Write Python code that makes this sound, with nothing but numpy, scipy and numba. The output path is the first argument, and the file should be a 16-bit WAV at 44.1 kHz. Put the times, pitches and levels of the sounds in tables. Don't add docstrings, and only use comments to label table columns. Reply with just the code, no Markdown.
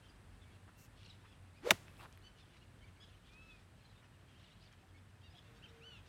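import sys
import numpy as np
from scipy import signal
from scipy.fft import rfft, irfft, next_fast_len
from scipy.io import wavfile
from scipy.ndimage import uniform_filter1d
from numba import njit

SR = 44100
rng = np.random.default_rng(int(sys.argv[2]) if len(sys.argv) > 2 else 0)


def store_wav(level_fs):
    pcm = np.round(np.clip(np.atleast_2d(level_fs), -1, 1) * 32767)
    wavfile.write(sys.argv[1], SR, pcm.T.astype(np.int16))


N = 268516
T = np.arange(N) / SR
STRIKE_S = 1.70755

# (time [s], level [dB])
WHISTLE_LEVELS = [(1.61, -73), (1.645, -48), (1.668, -38.5), (1.675, -28), (1.682, -56), (1.692, -32),
                  (1.708, -50), (1.722, -34.5), (1.732, -54.5), (1.8, -91.5)]
# (frequency [Hz], level [dB])
RUSH_COLOUR = [(470, -36.5), (800, -4.5), (1660, -5.5), (2160, -7), (2570, -10), (3860, -13),
               (15500, -26.5)]
def swing():
    fastest_s, fastest_hz, rise_s, brake_s = 1.712, 557.4, .09, .037
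    t = T - fastest_s
    speed = np.where(t < 0, np.exp(-np.abs(t / rise_s) ** 3), np.exp(-np.abs(t) / brake_s))
    hz = np.maximum(fastest_hz * speed, 60)
    tone = np.sin(2 * np.pi * np.cumsum(hz * (1 + .0573 * wander(120))) / SR)
    swirls = steep_band(rng.standard_normal(N), hz, .5 * hz) * np.sqrt(SR / hz)
    level = undb(np.interp(T, *np.transpose(WHISTLE_LEVELS), left=-200, right=-200))
    bright_hz = np.clip(7500 * (hz / 560) ** 3.7, 1600, 14000)
    hiss = undb(-45.5) * speed ** 2.6 * band(coloured(RUSH_COLOUR), .25 * bright_hz, 2.2 * bright_hz)
    dip = 1 - .74 * np.exp(-((T - 1.703) / .0039) ** 2)
    return level * (1.3 * tone + .55 * swirls) + hiss * dip


# (pitch [Hz], relative level [dB], time to fade 60 dB [s])
CRACK_TONES = [(653, -4.5, .026), (815, -8, 0.025), (1214, -6.5, 0.02), (1460, -7, 0.022),
               (1750, -3.5, .009), (1900, 0.5, 0.0099), (2480, -12.5, 0.009), (2680, 8.5, 0.0036),
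               (3000, -8.5, 0.0064), (3576, -2, 0.013), (5950, -8.5, 0.018), (7080, -15.5, 0.015),
               (9950, -16, 0.005), (14000, -12, 0.0048)]
def strike():
    ball_hz, contact_s, spread_s = 2645, .0002, .0003
    out = np.zeros(N)
    for hz, db, fade_s in CRACK_TONES:
        slowness = max(ball_hz / hz, 1)
        tone = ring(hz, fade_s, rise_s=contact_s * slowness ** 2)
        add(out, STRIKE_S + spread_s * (slowness - 1), -undb(db - 11) * tone)
    return out


def turf():
    out = np.zeros(N)
    add(out, STRIKE_S + .0029, undb(-27) * ring(hz=190, fade_s=.045, rise_s=.0019))
    add(out, 1.728, undb(-37) * ring(hz=102.7, fade_s=.075, rise_s=.0031))
    lead_s, swell_in_s, drag_s = .02, .0012, .009
    bright_hz, dull_hz, dulling_s = 9150, 350, .0037
    t = np.arange(-lead_s, .5, 1 / SR)
    swell_in = np.exp(np.minimum(t, 0) / swell_in_s)
    hz = dull_hz + (bright_hz - dull_hz) * np.exp(-np.maximum(t, 0) / dulling_s)
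    rip = steep_band(rng.standard_normal(len(t)), .42 * hz, 1.4 * hz) * np.sqrt(SR / (np.pi * hz))
    grit = undb(3.5) * np.sqrt(hz / hz.max()) * band(rng.standard_normal(len(t)), 4700, 15000)
    tear = undb(-29.5) * fade(np.maximum(t - drag_s, 0), .027) * (rip + grit)
    dust = undb(-60.5) * fade(t, .48) * noise_band(len(t), hz=3800, width_hz=7600)
    coarse_soil = undb(-47.5) * fade(t, .25) * noise_band(len(t), hz=695, width_hz=2154.5)
    add(out, STRIKE_S - lead_s, swell_in * (tear + dust + coarse_soil))
    return out


# (time [s], length [s], pitch [Hz], level [dB])
RUSTLE_SWELLS = [(0.671, 0.035, 1180, -64.5), (0.678, 0.023, 450, -65.5), (0.755, 0.13, 13000, -74),
                 (0.762, 0.12, 6370, -71), (0.931, 0.24, 3200, -70.5), (1.233, 0.038, 1100, -64),
                 (1.952, 0.12, 9000, -75), (1.73, 0.15, 6900, -77), (1.8, 0.42, 11000, -83),
                 (1.957, .11, 14000, -80), (1.972, 0.12, 423, -67.5), (1.982, 0.1, 990, -58.5),
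                 (1.992, 0.082, 2780, -65), (2.367, 0.063, 3380, -69.5), (2.524, 0.062, 2500, -69),
                 (3.245, 0.071, 2900, -72), (3.314, 0.041, 3860, -72.5), (3.416, 0.26, 3600, -76),
                 (4.005, 0.061, 1490, -70), (4.368, 0.13, 2850, -73), (4.604, 0.094, 3300, -73.5),
                 (4.706, 0.044, 1590, -70.5), (5.3, 0.78, 1500, -80.5), (6.045, 0.071, 3260, -69)]
def rustles():
    grain_samples, scatter_db = 40, 3
    out = np.zeros(N)
    for start, length, hz, db in RUSTLE_SWELLS:
        n, width_hz = int(length * SR), .98 * hz
        sizes = undb(scatter_db * np.minimum(rng.exponential(size=n // grain_samples + 1), 3))
        grains = rng.standard_normal(n) * np.repeat(sizes, grain_samples)[:n]
        rustle = unit(band(steep_band(grains, hz, width_hz), hz, 1.5 * width_hz))
        add(out, start, undb(db) * signal.windows.tukey(n, .6) * rustle)
    return out


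# (time [s], peak [dB], pitch [Hz])
SMALL_TICKS = [(.679, -51, 1100), (1.032, -51, 3500), (1.882, -45, 2220), (1.995, -56, 1100),
               (2, -52, 2500), (2.010, -48, 2500), (2.029, -50, 3300), (2.038, -48.5, 3300),
               (2.058, -45.5, 1500), (2.127, -49, 6000), (2.175, -48, 1990), (2.175, -54, 12500),
               (4.727, -55, 6500)]
def ticks():
    out = np.zeros(N)
    for start, db, hz in SMALL_TICKS:
        tap = (1 + .5 * rng.standard_normal(200)) * np.exp(-np.arange(200) / 3)
        tick = steep_band(tap, hz, .83 * hz)
        add(out, start, undb(db) * tick / np.abs(tick).max())
    return out


# (time [s], length [s], part spent rising [0-1],
# top pitch [Hz], rise [0-1], fall [0-1], level [dB], first step down above the loudest overtone [dB],
# hoarseness [0-1])
BIRD_NOTES = [(0.018, 0.058, .5, 3140, .01, .01, -74, -15, 0.2),
              (.084, .036, .4, 4830, .03, 0, -71.5, -15, .4),
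              (.411, .043, .2, 3520, .1, .16, -72.5, -15, .4),
              (0.419, .13, .3, 2290, 0.12, .1, -77, -15, 0.4),
              (0.746, 0.12, 0.54, 2740, .02, 0.08, -75.5, -15, 0.4),
              (1.047, 0.0097, .1, 4700, .01, 0.35, -63, -15, .2),
              (1.051, .005, .2, 3050, .01, .1, -68, -15, .2),
              (1.058, .011, .2, 1430, .01, 0.13, -62.5, -1.5, .2),
              (1.068, .018, .9, 4300, .38, .01, -70, -15, .2),
              (1.085, .022, .1, 2930, 0.04, .35, -71, -15, .2),
              (1.095, .014, .05, 5400, .01, .3, -67, -15, .2),
              (1.098, 0.02, .1, 3930, 0.05, .1, -61, -10, 0.25),
              (1.279, 0.071, .44, 3410, 0, 0.1, -73.5, -15, .4),
              (1.309, 0.041, 0.24, 2880, .2, .3, -74, -15, .4),
              (1.533, 0.064, .9, 2480, .2, .05, -72.5, -7, .4),
              (1.865, .036, .64, 2605, 0.04, .01, -68.5, -15, .4),
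              (1.986, 0.025, .46, 2650, 0.1, .04, -67, -15, .4),
              (2.23, .056, .8, 1505, .03, 0.02, -64.5, -7.5, 0.32),
              (2.356, .04, 0.34, 2990, .06, 0.04, -70.5, -14.5, 0.36),
              (2.392, 0.057, .41, 1796, 0.1, 0.2, -72, -10, .5),
              (2.564, .022, .3, 973, .01, .01, -76, -1, 0.44),
              (2.607, 0.039, 0.46, 1445, .14, 0.2, -70, -11, 0.6),
              (2.807, .037, .2, 3150, 0.06, .15, -71.5, -15, 0.34),
              (2.817, 0.037, 0.98, 2290, 0.08, 0.05, -66.5, -13, 0.4),
              (2.968, 0.026, 0.28, 2245, .02, 0.05, -71.5, -13, .4),
              (2.997, 0.056, 0.7, 1710, 0.07, 0.16, -62.5, -9, 0.42),
              (3.123, 0.017, .17, 3480, 0.1, .1, -70.5, -15.5, .4),
              (3.218, 0.092, 0.75, 3550, 0.22, 0.1, -74, -15, .3),
              (3.284, .315, .52, 1310, 0.11, 0.1, -64, -18.5, 0.08),
              (3.498, .032, 0.25, 3520, .04, 0.07, -67.5, -18, .4),
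              (3.798, 0.033, .75, 4300, .1, .1, -77, -14, .3),
              (3.848, .023, .4, 4110, .01, 0.03, -70, -15, .3),
              (3.892, .029, .3, 4010, .06, .06, -75, -15, .3), (3.956, 0.026, .3, 3620, 0, 0, -73, -15, .3),
              (4.269, 0.079, 0.33, 3280, .05, 0.1, -75.5, -15.5, .3),
              (4.394, .022, .1, 3500, .01, .25, -71, -15, .2),
              (4.425, .022, .9, 2900, .2, .01, -74, -15, .2),
              (4.438, .022, .05, 4200, .01, .2, -74, -15, .2),
              (4.461, .01, .3, 3550, .02, .03, -72, -15, .2),
              (4.473, 0.024, .05, 3050, .01, .22, -73, -15, .2),
              (4.611, .019, .05, 4850, 0.1, .32, -72, -15, .2),
              (4.625, .008, .3, 4920, .03, .03, -68, -15, .2),
              (4.637, .008, .23, 5050, .02, .05, -73, -15, .2),
              (4.64, .007, .5, 4200, .03, .03, -72, -15, .2),
              (4.653, .018, .2, 4750, .1, .22, -68, -15, .2),
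              (4.674, .01, .3, 3600, .02, .02, -72, -15, .2),
              (4.937, 0.043, .33, 2200, .02, 0, -70.5, -14.5, 0.23),
              (5.226, 0.069, .4, 947, .07, 0.1, -68.5, -2.5, .2),
              (5.293, 0.032, .85, 5100, 0.1, .02, -72.5, -13, .2),
              (5.345, 0.0547, 0.74, 1716, 0.08, 0.15, -63.5, -14, 0.55),
              (5.451, .036, .4, 920, 0.06, .08, -72, -5, .2),
              (5.546, 0.041, 0.82, 908, 0, .03, -76.5, -.5, .3),
              (5.62, 0.047, 0.56, 1557, .2, 0.28, -59, -16, 0.38),
              (5.682, 0.028, .3, 1850, .02, .1, -72, -5, .3),
              (5.806, .2, 0.3, 1511, 0.27, .2, -59.5, -14, 0.18),
              (5.89, 0.13, 0.43, 3500, .06, 0.14, -72.5, -13, 0.85)]
def birds():
    flock_notes, answer_s, low_hz, high_hz = 240, .15, 800, 4200
    out, flutter = np.zeros(N), wander(1200)
    for start, *shape, db, tilt_db, hoarseness in BIRD_NOTES:
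        add(out, start, undb(db) * bird_note(flutter, *shape, tilt_db, hoarseness))
    for which, when, long, rising, pitch, depth, faint in rng.random((flock_notes, 7)):
        start = abs(BIRD_NOTES[int(which * len(BIRD_NOTES))][0] + answer_s * (2 * when - 1))
        top_hz = low_hz * (high_hz / low_hz) ** pitch
        db = -81 - 1.1 * np.log(faint + .052)
        note = bird_note(flutter, .012 + .036 * long, rising, top_hz,
                         rise=.1, fall=.1 + .2 * depth, tilt_db=-8, hoarseness=.8)
        add(out, start, undb(db) * note)
    return signal.sosfilt(signal.butter(3, 6200, fs=SR, output="sos"), out)


def bird_note(flutter, length, rising, top_hz, rise, fall, tilt_db, hoarseness):
    throat_hz, quaver, blur = 3000, .035, .6
    progress = np.linspace(0, 1, int(length * SR))
    rising = np.clip(rising, .03, .97)
    hz = top_hz * (1 - np.where(progress < rising, rise, fall) * (1 - arch(progress, rising)))
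    i = rng.integers(N - SR)
    rough = hoarseness * (.4 + 1.2 * progress) * flutter[i:i + len(progress)]
    phase = 2 * np.pi * np.cumsum(hz * (1 + quaver * uniform_filter1d(rough, size=200))) / SR
    loudest = max(round(throat_hz / top_hz), 1)
    curve = np.clip(-6 / min(tilt_db, -.1), .45, 1.7)
    voice = 0
    for k in range(1, int(9000 / top_hz) + 1):
        db = -13 * (loudest - k) if k < loudest else tilt_db * (k - loudest) ** curve
        voice += undb(db) * np.sin(k * phase + blur * max(k - loudest, 0) * rough)
    swell = arch(progress, np.clip(rising, .35, .75)) ** .6
    return (1 + 1.2 * rough) * swell * np.sqrt(2) * voice


# (time [s], length [s], pitch [Hz], level [dB])
DOVE_COOS = [(4.825, .035, 770, -74), (5.333, .042, 715, -72), (5.46, .15, 462, -72), (5.62, .31, 458, -73),
             (5.97, .12, 450, -77)]
def doves():
    out = np.zeros(N)
    for start, length, hz, db in DOVE_COOS:
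        t = T[:int(length * SR)]
        swell = signal.windows.tukey(len(t), .4) * undb(db + 1.9 * wander(24)[:len(t)])
        add(out, start, swell * np.sqrt(2) * np.sin(2 * np.pi * hz * t))
    return out


def tree_echo(calls, decay_s=.045, echo_db=-9.5):
    t = T[:int(4 * decay_s * SR)]
    bounces = rng.standard_normal(len(t)) * np.exp(-t / decay_s)
    return calls + undb(echo_db) * signal.fftconvolve(calls, bounces / np.linalg.norm(bounces))[:N]


# (pitch [Hz], width [Hz], level [dB])
INSECT_CHOIRS = [(8150, 2200, -86.5), (9680, 2600, -88.5)]
def insects(db_per_s=-.9):
    out = np.zeros(N)
    for hz, width, db in INSECT_CHOIRS:
        level = undb(db + db_per_s * (T - T.mean()) + .5 * wander(.69))
        out += level * unit(band(steep_band(rng.standard_normal(N), hz, width), hz, width))
    return out


# (frequency [Hz], level [dB])
LEAF_COLOUR = [(15, -53), (25, -14.5), (76, -3.5), (102, -3), (449, -19.5), (1090, -21.5), (1730, -21),
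               (2260, -25.5), (2660, -25.5), (3990, -30), (5520, -35.5), (8270, -37), (11100, -40.5),
               (14200, -40.5), (15800, -46.5)]
# (time [s], level [dB])
LEAF_LEVELS = [(0, -67), (1.56, -67.5), (1.81, -63.5), (2.27, -67.5), (5.27, -68.5), (5.48, -66),
               (6.09, -66.5)]
def leaves():
    noise = coloured(LEAF_COLOUR)
    hiss = sum(undb(.33 * wander(10)) * band(noise, hz, hz / .36) for hz in 45 * 2. ** np.arange(9))
    above_bass = signal.sosfilt(signal.butter(2, 200, "high", fs=SR, output="sos"), hiss)
    level = undb(np.interp(T, *np.transpose(LEAF_LEVELS)))
    return level * hiss / np.sqrt(np.mean(above_bass ** 2))


# (pitch [Hz], width [Hz], level [dB])
MACHINE_DRONES = [(46, 7.7, -67.5), (93.1, 9.2, -65.5)]
def machine(db_per_s=-.7):
    return sum(undb(db + db_per_s * (T - T.mean()) + 2 * wander(3.706)) * noise_band(N, hz, width)
               for hz, width, db in MACHINE_DRONES)


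def undb(db):
    return 10 ** (np.asarray(db) / 20)


def unit(x):
    return x / np.sqrt(np.mean(x ** 2))


def add(out, start, x):
    i = int(start * SR)
    out[i:i + len(x)] += x[:N - i]


def fade(t, fade_s):
    return 1000 ** (-t / fade_s)


def ring(hz, fade_s, rise_s):
    t = T[:int(fade_s * SR)]
    return np.sin(2 * np.pi * hz * t) * fade(t, fade_s) * (1 - np.exp(-t / rise_s))


def arch(progress, peak):
    return np.sin(np.pi / 2 * np.minimum(progress / peak, (1 - progress) / (1 - peak)))


def wander(rate):
    hold = int(SR / rate)
    steps = np.repeat(rng.standard_normal(N // hold + 1), hold)
    return 1.3 * uniform_filter1d(uniform_filter1d(steps, hold), hold)[:N]


def coloured(colour):
    hz, db = np.transpose(colour)
    n = next_fast_len(N)
    gain = undb(np.interp(np.log(np.arange(1, n // 2 + 2) * SR / n), np.log(hz), db))
    return unit(irfft(rfft(rng.standard_normal(n)) * gain, n)[:N])


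@njit
def moving_band(x, hz, width_hz):
    out, mid, low = np.empty(len(x)), 0., 0.
    for i in range(len(x)):
        tuning, damping = np.tan(np.pi * hz[i] / SR), width_hz[i] / hz[i]
        passed = (mid + tuning * (x[i] - low)) / (1 + tuning * (tuning + damping))
        mid, low = 2 * passed - mid, low + 2 * tuning * passed
        out[i] = damping * passed
    return out


def band(x, hz, width_hz):
    return moving_band(x, hz + np.zeros(len(x)), width_hz + np.zeros(len(x)))


def steep_band(x, hz, width_hz):
    return band(band(x, hz, width_hz), hz, width_hz)


def noise_band(n, hz, width_hz):
    return unit(band(rng.standard_normal(n), hz, width_hz))


def scene():
    foreground = swing() + strike() + turf() + rustles() + ticks()
    return (foreground + tree_echo(birds() + doves()) + insects() + leaves() + machine())[None]


def record(dry, low_hz=42, top_hz=16400):
    low_cut = signal.butter(4, low_hz, "high", fs=SR, output="sos")
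    top_cut = signal.ellip(10, .2, 80, top_hz, fs=SR, output="sos")
    return signal.sosfilt(top_cut, signal.sosfilt(low_cut, dry))


dry = scene()
out = record(dry)
store_wav(out)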